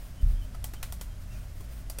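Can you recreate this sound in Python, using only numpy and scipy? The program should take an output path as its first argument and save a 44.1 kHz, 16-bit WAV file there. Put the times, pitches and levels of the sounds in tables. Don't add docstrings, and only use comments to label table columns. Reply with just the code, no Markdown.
import sys
import numpy as np
from scipy import signal
from scipy.fft import rfft, irfft
from scipy.io import wavfile

SR = 44100
rng = np.random.default_rng(int(sys.argv[2]) if len(sys.argv) > 2 else 0)


def put_to_file(sound):
    columns = np.atleast_2d(sound).T
    safe = np.clip(columns, -1, 1)
    whole_steps = np.round(safe * 32767)
    wavfile.write(sys.argv[1], SR, whole_steps.astype(np.int16))


N = 88200


def undb(db):
    return 10 ** (np.asarray(db) / 20)


def unit(x):
    return x / np.sqrt(np.mean(x ** 2) + 1e-30)


def unit_energy(x):
    return x / np.linalg.norm(x)


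def clock():
    return np.arange(N) / SR


def fade(t, t60_s):
    return (t >= 0) * np.exp(-np.log(1000) * np.maximum(t, 0) / t60_s)


def swell(middle_s, sigma_s):
    return np.exp(-.5 * ((clock() - middle_s) / sigma_s) ** 2)


def colour(x, spectrum):
    hz, db = np.array(spectrum, float).T
    bins_hz = np.maximum(np.fft.rfftfreq(len(x), 1 / SR), 1)
    gain = undb(np.interp(np.log(bins_hz), np.log(hz), db))
    return irfft(rfft(x) * gain, len(x))


def band(x, hz, kind):
    return signal.sosfilt(signal.butter(3, hz, kind, fs=SR, output="sos"), x)


def noise(spectrum):
    return unit(colour(rng.standard_normal(N), spectrum))


def band_noise(hz, kind):
    return unit(band(rng.standard_normal(N), hz, kind))


def grit(count, spread_db):
    return rng.standard_normal(count) * undb(spread_db * rng.standard_normal(count))


# frequency in Hz, relative level in dB.
RUMBLE_SPECTRUM = [(12, -0.5), (25, -9.5), (38, 2.5), (55, 1.5), (70, -15.5), (88, -6), (120, -23.5),
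                   (150, -15.5), (200, -22), (260, -25), (340, -35), (600, -66.5)]
HISS_SPECTRUM = [(100, 7.5), (430, 5.5), (510, 4.5), (610, 12.5), (800, 3), (1000, 1), (1450, 3),
                 (2200, -0.5), (4000, -5), (5300, -4), (8000, -6.5), (12000, -7.5), (16000, -14.5)]

def room_noise(rumble_db=-39, hiss_db=-56.5):
    waver_db = 0.45 * band_noise(17, "low")
    return undb(rumble_db) * noise(RUMBLE_SPECTRUM) + undb(hiss_db + waver_db) * noise(HISS_SPECTRUM)


# frequency in Hz, level in dB.
HUM_TONES = [(88, -52), (117, -53), (184, -64.5), (259, -66.5)]

def room_hum(half_width_hz=3.57):
    return sum(undb(db) * band_noise([hz - half_width_hz, hz + half_width_hz], "band")
               for hz, db in HUM_TONES)


# middle in seconds, sigma in seconds, level in dB.
RUSTLES = [(0.04, 0.062, -56), (0.227, 0.011, -57), (0.311, 0.041, -55.5), (0.44, 0.021, -57.5),
           (1.222, 0.019, -59.5), (1.37, 0.066, -59), (1.59, 0.028, -58), (1.65, 0.0078, -57),
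           (1.73, 0.021, -54), (1.792, 0.022, -56)]
# frequency in Hz, relative level in dB.
LEAF_SPECTRUM = [(300, 11.5), (700, 7.5), (1500, 4), (3000, 5), (5000, 2), (7000, -3), (9100, 1),
                 (11000, -8), (12900, -2), (13600, 1), (16000, 6.5)]
# frequency in Hz, width in Hz, level in dB re the rub.
RUBBED_MODES = [(4870, 90, -22), (9120, 490, -12.5), (12700, 360, -11)]

def leaves():
    motion = sum(undb(db) * swell(middle_s, sigma_s) for middle_s, sigma_s, db in RUSTLES)
    rub = unit(colour(grit(N, spread_db=4), LEAF_SPECTRUM))
    clay = 0
    for hz, width_hz, db in RUBBED_MODES:
        resonator = signal.iirpeak(hz, hz / width_hz, fs=SR)
        clay += undb(db) * unit(signal.lfilter(*resonator, rub))
    return motion * unit(rub + clay)


# middle in seconds, sigma in seconds, pitch in Hz, level in dB,
# wobble as a share of pitch.
CHIRPS = [(0.201, 0.017, 3060, -59.5, .02), (0.386, 0.024, 3210, -63.5, .022),
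          (0.435, 0.015, 3064, -58.5, .015), (0.776, .011, 3090, -61, 0.011),
          (1.123, 0.017, 3170, -65.5, 0.016), (1.325, 0.016, 2710, -61.5, 0.0061),
          (1.368, 0.012, 2450, -64, .009)]

def chirps(wobble_hz=300, flutter_hz=110, flutter_db=3):
    out = 0
    for middle_s, sigma_s, hz, db, wobble in CHIRPS:
        pitch_hz = hz * (1 + wobble * band_noise(wobble_hz, "low"))
        flutter = undb(flutter_db * band_noise(flutter_hz, "low"))
        whistle = np.sin(2 * np.pi * np.cumsum(pitch_hz) / SR)
        out += undb(db) * swell(middle_s, sigma_s) * unit(flutter * whistle)
    return out


# start in seconds, gain in dB, rise in seconds.
BUMPS = [(0.229, 1, .016), (0.32, -6, 0.017)]
# frequency in Hz, relative level in dB, T60 in seconds.
BUMP_MODES = [(36.15, -8.5, 0.33), (50.1, -15, 0.29), (89.3, -28, 0.476), (115.9, -33.5, 0.63)]
# frequency in Hz, relative level in dB.
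SHUDDER_SPECTRUM = [(20, -9), (55, 16.5), (90, 5), (140, 2.5), (200, -13.5), (330, -18.5), (600, -50)]

def bumps(shudder_db=-30):
    out = 0
    for start_s, bump_db, rise_s in BUMPS:
        t = np.maximum(clock() - start_s, 0)
        swing = sum(undb(db) * np.sin(2 * np.pi * hz * t) * fade(t, t60_s)
                    for hz, db, t60_s in BUMP_MODES)
        shudder = undb(shudder_db) * noise(SHUDDER_SPECTRUM) * fade(t, t60_s=0.69)
        out += undb(bump_db) * (swing + shudder) * (1 - np.exp(-t / rise_s))
    return out


def slap(t, contact_s, crack_s, crack_db):
    rise_s = 0.93 * contact_s
    contact = grit(len(t), spread_db=6.5) * (1 - np.exp(-t / rise_s)) * np.exp(-t / contact_s)
    crack = undb(crack_db) * signal.unit_impulse(len(t), int(crack_s * SR))
    return unit_energy(unit_energy(contact) + crack)


def ring(t, hz, t60_s):
    return unit_energy(np.sin(2 * np.pi * hz * t) * fade(t, t60_s))


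# frequency in Hz, relative energy in dB, T60 in seconds.
CLAY_MODES = [(730, 11.5, 0.049), (863, 3.5, 0.07), (1445, 7.5, 0.04), (1970, 7.5, 0.065), (2470, 1, 0.036),
              (3280, -11, 0.011), (4540, -13, 0.12), (5690, 9, 0.014), (5900, 3, 0.068), (7300, -8, 0.042),
              (9020, 8, 0.047), (12470, 12.5, 0.041)]

def clay_ring(t, detune=0.004):
    return unit_energy(sum(undb(db) * ring(t, hz * (1 + detune * rng.standard_normal()), t60_s)
                           for hz, db, t60_s in CLAY_MODES))


def echoes(t, t60_s, delay_s=0.0027):
    return unit_energy(rng.standard_normal(len(t)) * fade(t - delay_s, t60_s))


def wall_echoes(t, split_hz=6040):
    return band(echoes(t, t60_s=0.2), split_hz, "low") + band(echoes(t, t60_s=0.18), split_hz, "high")


# knock in Hz, gain in dB;
# ring in Hz, gain in dB, T60 in seconds; tick in Hz, gain in dB.
PATS = [(0.5461, -64, -54.5, -54.5, -59, 0.0045, 0.0025, -24, 734, -15, 1296, -3, 0.054, 4850, -13),
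        (0.642, -56.5, -48, -47, -40, 0.0014, 0.00034, -4, 784, -17, 3240, -5.5, .015, 9870, -12.5),
        (0.7360, -51, -52, -52.5, -50.5, 0.0041, 0.00054, -10, 880, -23, 1850, -10, 0.023, 12330, -15),
        (0.8285, -53.5, -47.5, -42.5, -41.5, 0.002, 0.0019, 1, 688, -15, 2520, -12.5, .02, 4130, -10),
        (0.9234, -56, -50, -52, -44, 0.0012, 0.00073, -13, 690, -18, 3380, -6.5, .016, 9040, -17),
        (1.0117, -48, -48.5, -50, -44.5, 0.0014, .0016, -11, 710, -7, 3250, -10.5, 0.012, 7750, -19),
        (1.607, -54, -60.5, -63.5, -56.5, 0.0022, 0.0012, 2, 410, -9, 1060, -9, 0.042, 9100, -23),
        (1.8986, -61, -50.5, -53, -43, 0.0017, 0.00028, -12, 667, -7, 4750, -5, 0.066, 11360, -6),
        (1.9858, -46, -49.5, -48, -41, 0.0025, 0.0018, -1, 603, -8, 4800, -10.5, .04, 9480, -5)]
# frequency in Hz, gain in dB.
PAT_COLOUR = [(150, 8), (450, -2), (680, -1), (1100, 5), (2500, 6.5), (4200, 5.5), (7300, 8), (9300, 10),
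              (11000, 7.5), (12500, 7), (15000, 8.5), (16000, 0)]

def pats(clay_db=-3.5, table_db=-5.5, walls_db=-1.5):
    count = SR // 2
    attack = int(0.02 * SR)
    bands = [(520, "low"), ([520, 1050], "band"), ([1050, 4300], "band"), (4300, "high")]
    t, out = clock()[:count], np.zeros(N + 2 * count)
    for (start_s, *levels_db, contact_s, crack_s, crack_db,
         knock_hz, knock_db, ring_hz, ring_db, ring_t60_s, tick_hz, tick_db) in PATS:
        spot = (undb(knock_db) * ring(t, knock_hz, t60_s=0.075)
                + undb(ring_db) * ring(t, ring_hz, ring_t60_s)
                + undb(tick_db) * ring(t, tick_hz, t60_s=0.02))
        hit = slap(t, contact_s, crack_s, crack_db) + undb(clay_db) * clay_ring(t) + spot
        hit += undb(table_db) * echoes(t, t60_s=0.06) + undb(walls_db) * wall_echoes(t)
        hit = colour(np.pad(hit, (0, count)), PAT_COLOUR)[:count]
        at = int(start_s * SR)
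        for (edges_hz, kind), db in zip(bands, levels_db):
            part = band(hit, edges_hz, kind)
            out[at:at + count] += undb(db) * part / np.std(part[:attack])
    return out[:N]


# middle in seconds, sigma in seconds, level in dB.
SHIFTS = [(0.918, .05, -36), (1.345, 0.041, -38), (1.556, 0.042, -46)]
# frequency in Hz, relative level in dB.
SHIFT_SPECTRUM = [(25, -1), (45, 0.5), (65, 1), (95, -2.5), (150, -17), (230, -26.5), (400, -48)]

def pot_shifts():
    motion = sum(undb(db) * swell(middle_s, sigma_s) for middle_s, sigma_s, db in SHIFTS)
    return motion * noise(SHIFT_SPECTRUM)


# frequency in Hz, relative level in dB.
SCRAPE_SPECTRUM = [(500, -19), (1350, 5), (2500, 0), (4000, -10), (6000, 1), (9000, -19), (16000, -22)]

def palm_scrape(level_db=-61.5):
    friction = unit(colour(grit(N, spread_db=4), SCRAPE_SPECTRUM))
    return undb(level_db) * swell(middle_s=1.354, sigma_s=0.051) * friction


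def scene():
    mix = pats() + bumps() + leaves() + chirps() + room_noise() + room_hum()
    return (mix + palm_scrape() + pot_shifts())[None]


def record(dry):
    cutoff_hz = 15750
    return signal.sosfilt(signal.ellip(8, .2, 70, cutoff_hz, fs=SR, output="sos"), dry)


dry = scene()
out = record(dry)
put_to_file(out)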